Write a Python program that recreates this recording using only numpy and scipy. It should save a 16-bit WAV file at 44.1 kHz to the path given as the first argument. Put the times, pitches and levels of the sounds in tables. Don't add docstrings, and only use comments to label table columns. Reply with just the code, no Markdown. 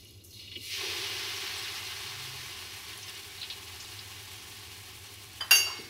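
import sys
import numpy as np
from scipy import signal
from scipy.fft import rfft, irfft, next_fast_len
from scipy.io import wavfile

SR = 44100
rng = np.random.default_rng(int(sys.argv[2]) if len(sys.argv) > 2 else 0)


def to_wav(s):
    ch = np.atleast_2d(s).T
    pcm = np.round(np.clip(ch, -1, 1) * 32767)
    wavfile.write(sys.argv[1], SR, pcm.astype(np.int16))


def nominal_scale(level):
    x = np.asarray(level, float) / 20
    return 10 ** x


N = 259749


def evened(x):
    return x / np.sqrt(np.mean(x ** 2) + 1e-20)


def read(points, hz):
    f, value = np.transpose(points)
    return np.interp(np.log(hz + 1), np.log(f + 1), value)


def add(mix, s, sound):
    part = mix[round(s * SR):][:len(sound)]
    part += sound[:len(part)]


def coloured(x, gain):
    size = next_fast_len(len(x))
    hz = np.fft.rfftfreq(size, 1 / SR)
    return irfft(rfft(x, size) * gain(hz), size)[:len(x)]


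def wander(rate_hz, slowest_hz=0.):
    noise = rng.standard_normal(N)
    return evened(coloured(noise, lambda f: (f >= slowest_hz) / (1 + (f / rate_hz) ** 2)))


def sine(hz, t):
    return np.sin(2 * np.pi * hz * t)


def puffs(rows, rise_s, body=np.ones_like):
    out, t = np.zeros(N), np.arange(8192) / SR
    for s, db, hz, t60, share in rows:
        half_width = share * hz / 2
        noise = rng.standard_normal(len(t))
        noise = evened(coloured(noise, lambda f: body(f) / (1 + ((f - hz) / half_width) ** 4)))
        fade = nominal_scale(db - 8.5 - 60 * t / t60)
        add(out, s, fade * noise * np.minimum(t / rise_s, 1))
    return out


# pitch in Hz, strength in dB per Hz.
RUMBLE_COLOUR = [(12, -44), (20, -15), (49, -17), (92, 2), (111, -4.5), (125, -9), (161, -17), (195, -11),
                 (235, -18.5), (330, -11.5), (450, -19.5), (620, -26.5), (850, -35), (1600, -46)]
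# pitch in Hz, width of its wavering in Hz, level in dB.
HUM_TONES = [(102.5, 1.1, -58.5), (85, 13, -65.5)]


def appliances():
    rumble_db, hiss_db = -54.5, -84
    t = np.arange(N) / SR
    rumble = coloured(rng.standard_normal(N), lambda f: nominal_scale(read(RUMBLE_COLOUR, f)))
    out = nominal_scale(rumble_db - 2.5) * evened(rumble)
    for hz, width_hz, db in HUM_TONES:
        level = nominal_scale(db + 2.1 * wander(width_hz))
        out += level * np.sqrt(2) * np.sin(2 * np.pi * hz * t + 0.55 * wander(width_hz))
    return out + far_motor(t) + nominal_scale(hiss_db) * rng.standard_normal(N)


def far_motor(t):
    loudest_s, hold_s, hz, db = 2.21, 0.2, 130, -53.5
    rise_db_per_s, fall_db_per_s = 103, 132
    before = np.maximum(loudest_s - t, 0)
    after = np.maximum(t - loudest_s - hold_s, 0)
    swell_db = -rise_db_per_s * before - fall_db_per_s * after
    return nominal_scale(db + swell_db) * np.sqrt(2) * sine(hz, t)


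def kitchen(x, t60=.25):
    taps = np.zeros(SR // 3)
    at = np.arange(120, len(taps) - 20, 20)
    taps[at + rng.integers(0, 20, len(at))] = rng.choice([-1., 1.], len(at))
    taps *= nominal_scale(-60 * np.arange(len(taps)) / SR / t60)
    return signal.fftconvolve(x, taps / np.linalg.norm(taps))[:N]


# start in seconds, peak in dB, centre in Hz, time to die by 60 dB in seconds, width as a share of centre.
LADLE_KNOCKS = [
    (0.563, -37.5, 326, 0.17, 0.74),
    (5.405, -29.5, 1440, 0.28, 0.96),
    (5.479, -40, 1510, 0.19, 0.94),
    (5.53, -33, 1460, 0.12, 0.41),
    (5.665, -34.5, 1110, 0.35, 0.71),
    (5.699, -33, 1100, 0.16, 0.26),
    (5.789, -35, 320, 0.39, 0.92),
]


def knocks():
    return puffs(LADLE_KNOCKS, 0.0019)


def struck(modes_hz, modes, contact, wobble_db, rises_s):
    out, t = np.zeros(N), np.arange(SR // 2) / SR
    *contacts_s, blow_db = contact
    for hz, (*blows_db, t60) in zip(modes_hz, modes):
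        swing = sum(np.sin(2 * np.pi * (f * t + rng.random())) for f in rng.uniform(5.1, 23.5, 3))
        level_db = wobble_db * swing * np.minimum(t / 0.13, 1) - 60 * t / t60
        ring = nominal_scale(level_db) * np.sin(2 * np.pi * (hz * t + rng.random()))
        for s, db, rise_s in zip(contacts_s, blows_db, rises_s):
            add(out, s, nominal_scale(blow_db + db) * ring * np.minimum(t / rise_s, 1))
    return out


BOWL_PITCHES = [2643, 3074, 3440, 3930, 4797, 4877, 6643, 8742, 11080]
# first contact in dB, rebound in dB, time to die by 60 dB in seconds.
BOWL_RINGS = [(-25, -33, .29), (-1, 3.5, 0.083), (-9, -20, 0.063), (-23, -32, .06), (-5, -20, 0.11),
              (-6, -19, 0.094), (-22, -34, .1), (-23, -34, .08), (-15, -36, .08)]


def bowl_touch():
    touch = (5.407, 5.416, -26.5)
    return struck(BOWL_PITCHES, BOWL_RINGS, touch, 1.4, (.003, .008))


# first contact in seconds, rebound in seconds, blow in dB.
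CLINK = (5.509, 5.545, -14)
STEEL_PITCHES = [1510, 1589, 2176, 2607, 2773, 2844, 3168, 4637, 4773, 5548, 5700, 6306, 6634, 6644, 7166,
                 8742, 9836, 9862, 10395, 10579, 10660, 11191, 11945, 12902, 12961, 13343, 13625, 14265,
                 14414, 14486]
# first contact in dB, rebound in dB, time to die by 60 dB in seconds.
STEEL_RINGS = [(-13, -19, 0.17), (-8, -23, 0.076), (-27.5, -27, 0.87), (-37, -24, 0.94), (-1, -28, 0.42),
               (-8.5, -36, 0.61), (-18, -21, 0.25), (-6, -31, 0.51), (-5, -25, 0.09), (-13, -31, 0.68),
               (-15, -30, 0.24), (-23, -7.5, 0.28), (-18, -28, 0.35), (-16, -34, 0.52), (-27, -32, 0.64),
               (-31, -36, 0.4), (-32, -14.5, 0.17), (-17, -27, 0.26), (-21, -18, 0.28), (-30, -17, .25),
               (-13, -27, 0.42), (-28, -21, .16), (-26, -23, 0.28), (-15, -22, .2), (-15, -18, 0.3),
               (-19, -16, 0.19), (-16, -18, 0.21), (-18, -22, .2), (-17, -24, 0.23), (-17, -22, .2)]


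def steel_clink():
    return struck(STEEL_PITCHES, STEEL_RINGS, CLINK, 1.0, (.0015, .012))


# pitch in Hz, level in dB, time to die by 60 dB in seconds.
SLOW_TWINS = [(2181, -28, 1.6), (2766, -14, 0.5), (4653, -18, 0.9), (5563, -28, .9), (6289, -20, 0.46)]


def twins():
    out, t = np.zeros(N), np.arange(SR // 2) / SR
    ring = sum(nominal_scale(db - 60 * t / t60) * sine(hz, t) for hz, db, t60 in SLOW_TWINS)
    add(out, CLINK[0], nominal_scale(CLINK[2]) * ring * np.minimum(t / 0.0028, 1))
    return out


# pitch in Hz, strength in dB per Hz.
CRACK_COLOUR = [(150, -37), (350, -19), (1500, -6), (2600, -6), (4000, -9.5), (5700, -25), (8000, -19.5),
                (10500, -13), (11800, -16.5), (13200, -14), (15000, -17), (17000, -26)]
# pitch in Hz, time to die by 60 dB in seconds.
CRACK_FADE = [(400, 0.49), (1500, 0.23), (4000, 0.25), (9000, 0.38), (15000, 0.3)]


def crack(level_db=-25, rise_s=0.0011):
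    hz, t, z = signal.stft(rng.standard_normal(SR // 2), SR, nperseg=256)
    fade_db = 60 * t / read(CRACK_FADE, hz)[:, None]
    z = z * nominal_scale(read(CRACK_COLOUR, hz)[:, None] - fade_db)
    sound = signal.istft(z, SR, nperseg=256)[1]
    sound = sound * np.minimum(np.arange(len(sound)) / SR / rise_s, 1)
    out = np.zeros(N)
    add(out, CLINK[0], nominal_scale(level_db) * sound / np.std(sound[:800]))
    return out


# start in seconds, peak in dB, pitch in Hz.
BUBBLE_TICKS = [(0.0488, -34, 11100), (0.1087, -36, 11500), (0.2194, -47, 11900), (0.2418, -41, 10500),
                (0.377, -50, 12100), (0.4813, -45, 13200), (0.5167, -45, 9870), (0.5741, -31, 14100),
                (0.606, -44, 11200), (0.6305, -42, 9740), (2.5825, -43, 10600), (2.81, -39, 11400),
                (2.9322, -30, 10900), (2.9771, -22.5, 10200), (3.0964, -24, 9420), (3.1517, -28, 7880),
                (3.3408, -42, 11700), (3.4246, -42, 9410), (3.714, -43, 7700), (3.8422, -30, 9510),
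                (3.8821, -29, 7710), (4.0292, -41, 7710), (4.2033, -40, 10900), (4.5331, -41, 12200),
                (4.5685, -30, 12100), (4.8693, -42, 10400), (5.0095, -40, 13100), (5.0559, -41, 7980),
                (5.1407, -28, 10700)]


def ticks(cycles=2.2):
    out, t = np.zeros(N), np.arange(300) / SR
    for s, db, hz in BUBBLE_TICKS:
        fade = np.exp(-t * hz / cycles)
        add(out, s, nominal_scale(db) * sine(hz, t) * fade * np.minimum(t * hz, 1))
    return out


# start in seconds, peak in dB, centre in Hz, time to die by 60 dB in seconds, width as a share of centre.
OIL_SPITS = [(2.929, -38, 3260, 0.08, 0.37), (3.028, -35, 5800, 0.095, 0.29),
             (3.0796, -32.5, 3900, 0.25, 0.99), (3.2194, -42, 2450, 0.062, 0.32),
             (3.3794, -35, 3890, 0.08, 0.3), (3.414, -27.5, 4040, 0.099, 0.22),
             (3.4284, -25.5, 3480, 0.11, 0.69), (3.4987, -20.5, 3820, 0.06, 0.65),
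             (3.5022, -27.5, 3760, 0.15, 0.36), (3.7494, -39, 4960, 0.08, 0.36),
             (3.7994, -35.5, 5640, 0.22, 0.6), (3.845, -33, 3980, 0.074, 0.45),
             (3.9894, -31, 4350, 0.071, 0.44)]
SHARP_POPS = [
    (1.58, -30, 7900, .04, .15),
    (1.755, -29, 5000, 0.05, .2),
    (5.481, -43, 3074, .12, 0.028),
    (5.48, -45, 4830, .1, .05),
]


def spits():
    return puffs(OIL_SPITS + SHARP_POPS, 0.0022)


# pitch in Hz, width in Hz, level in dB.
PAN_PEAKS = [(399.4, 20, -11), (1100, 280, -11.0), (1580, 23, -11.5), (2000, 52, -12), (2300, 90, -12),
             (2740, 44, -8), (2900, 90, -4.5), (3180, 36, -17), (3440, 83, -6.0), (3750, 38, -3.0),
             (4120, 38, -2.5), (4330, 76, -3), (4980, 95, -6.5), (5480, 63, -8.5), (5860, 28, -12.5),
             (6100, 30, -11.0), (6600, 76, -17), (7250, 39, -27), (7900, 30, -25), (8900, 70, -39),
             (9250, 65, -28), (9500, 67, -29), (9900, 51, -20.0), (10600, 88, -18.5), (11200, 65, -17),
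             (12100, 72, -16), (13600, 65, -20.5), (14460, 80, -27)]


def pan_modes(f):
    grid = np.arange(0, SR / 2, 4)
    power = np.zeros(len(grid))
    for hz, width_hz, db in PAN_PEAKS:
        power += nominal_scale(db) ** 2 / (1 + (2 * (grid - hz) / width_hz) ** 2) ** 0.9
    return np.interp(f, grid, np.sqrt(power))


# start in seconds, peak in dB, centre in Hz, time to die by 60 dB in seconds, width as a share of centre.
FIRST_DROPS = [(0.049, -44, 2740, 0.076, 0.47), (0.1044, -50, 2920, 0.078, 0.61),
               (0.2049, -45, 4100, 0.087, 0.77), (0.2414, -39, 10400, 0.075, 0.63),
               (0.305, -41, 6620, 0.086, 0.5), (0.3244, -40.5, 4120, 0.36, 0.36),
               (0.387, -35, 4120, 0.092, 0.61), (0.4744, -33, 2980, 0.088, 0.56),
               (0.5144, -31, 2840, 0.12, 0.54), (0.555, -21, 2830, 0.069, 0.44)]


def drops():
    return puffs(FIRST_DROPS, 0.0053, pan_modes)


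# time in seconds, vigour in dB.
DRIBBLE_VIGOUR = [(0.0, -10), (0.234, -17.5), (0.292, -19), (0.425, -0.5), (0.506, -7.5), (0.52, -2),
                  (0.566, -6), (0.6, -4.5), (0.66, -2)]
# time in seconds, vigour in dB.
OIL_HEAT = [(0.78, 0.5), (1.58, -3), (2.03, -6), (2.88, -10.5), (3.23, -12), (3.89, -12), (4.6, -13.5),
            (5.21, -16), (5.89, -18.5)]
# full boil reached in seconds, build-up in dB per second, full level in dB,
# share of the cooling (0-2), first flush in dB.
BOIL_BY_SIZE = [
    (0.73, 132, -36.5, 0.96, -0.6),
    (0.655, 190, -47, 0.48, -1),
    (0.78, 196, -45, 1.1, -5.5),
    (0.845, 167, -58, 0.55, 12),
    (0.812, 240, -51, 0.77, -1.5),
]
# dribble in dB, share of its vigour (0-1), swell after the
# clink in dB.
STIRRED_BY_SIZE = [(-47, 0.91, -42), (-70, 0.1, -56), (-76.5, 0.3, -46), (-68, 0.7, -51.5), (-76, 0.5, -49)]
# start in seconds, level in dB, fade in dB per second.
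FINE_SPRAY = [
    (0.0, -60, 32),
    (0.238, -55.5, 56),
    (0.33, -58.5, 35.5),
    (0.572, -61, 150),
]


def vigour(t):
    flush_s, covered_s = 0.45, 0.67
    lift_rise_s, lift_fade_db_per_s = 0.044, 34
    dribble = np.interp(t, *np.transpose(DRIBBLE_VIGOUR))
    heat = np.interp(t, *np.transpose(OIL_HEAT))
    since = np.maximum(t - CLINK[0], 0)
    lift = np.minimum(since / lift_rise_s, 1) * nominal_scale(-lift_fade_db_per_s * since)
    power = []
    for boil, stirred in zip(BOIL_BY_SIZE, STIRRED_BY_SIZE):
        at, build, full_db, share, flush_db = boil
        bare_db, follow, lift_db = stirred
        flush = flush_db * np.exp(-abs(t - at) / flush_s)
        boil_db = full_db + share * heat - build * np.maximum(at - t, 0) + flush
        early = (t < at) * nominal_scale(bare_db + follow * dribble) ** 2
        power.append(nominal_scale(boil_db) ** 2 + early + (nominal_scale(lift_db) * lift) ** 2)
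    for s, db, fade in FINE_SPRAY:
        power[1] = power[1] + (t >= s) * nominal_scale(db - fade * abs(t - s)) ** 2
    bare = np.where(t < covered_s, 0.84 - 0.3 * dribble, 0.1)
    return 10 * np.log10(power), bare


# lowest in Hz, highest in Hz.
BUBBLE_RANGES = [
    (1980, 6340),
    (5780, 21400),
    (1106, 2040),
    (325, 508),
    (576, 1215),
]
BURST_RATES = [8850, 4920, 4070, 2940, 3000]
BURST_SPREADS = [1.94, 1.6, 1.5, 2.5, 2]
PAN_COUPLING = [0.97, 0.25, 1.05, 6.5, 1.05]
# pitch in Hz, strength in dB per Hz.
FIZZ_COLOUR = [(150, -51), (250, -4), (399, -10.5), (450, -14.5), (647, -11), (718, -4), (1130, -2),
               (1410, -5.5), (1620, 1.5), (2580, -2.5), (2970, -1), (4980, -5), (6920, -6), (11000, -7.5),
               (15600, -12)]


def frying(skirt=18, flicker_db=.6, patchy_db=0.49):
    out, shared = np.zeros(N), wander(21, 3.4)
    levels, bare = vigour(np.arange(N) / SR)
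    sparse = np.clip((-31.5 - levels[0]) / 14, .2, 1.3)
    sizes = zip(levels, BUBBLE_RANGES, BURST_RATES, BURST_SPREADS, PAN_COUPLING)
    for level_db, (lo, hi), rate, spread_db, coupling in sizes:
        loudness = nominal_scale(spread_db * np.minimum(rng.exponential(1, (2, N)), 5))
        happens = rng.random((2, N)) < rate / SR
        bursts = loudness * rng.choice([-1, 1], N) * happens
        band = lambda f: 1 / ((1 + (lo / (f + 1)) ** skirt) * (1 + (f / hi) ** skirt))
        fizz = evened(coloured(bursts[0], lambda f: band(f) * nominal_scale(read(FIZZ_COLOUR, f))))
        rung = evened(coloured(bursts[1], lambda f: band(f) * pan_modes(f)))
        ring = np.clip(coupling * bare, 0, .97)
        layer = np.sqrt(1 - ring) * fizz + np.sqrt(ring) * rung
        flicker = flicker_db * shared + patchy_db * wander(9.6, 4)
        out += layer * nominal_scale(level_db + sparse * flicker)
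    return out


def scene():
    oil = frying() + spits() + drops() + ticks()
    ladle = steel_clink() + twins() + bowl_touch() + crack() + knocks()
    mono = appliances() + oil + ladle
    mono += nominal_scale(-8.5) * kitchen(oil, 0.037)
    mono += nominal_scale(-11) * kitchen(ladle, 0.31)
    return np.array([mono, mono])


def roll_off(x):
    return signal.sosfilt(signal.butter(12, 16840, fs=SR, output="sos"), x)


def record(dry):
    edge = signal.firwin(801, 15760, window=("kaiser", 9), fs=SR)
    return roll_off(signal.oaconvolve(dry, edge[None], "same"))


dry = scene()
out = record(dry)
to_wav(out)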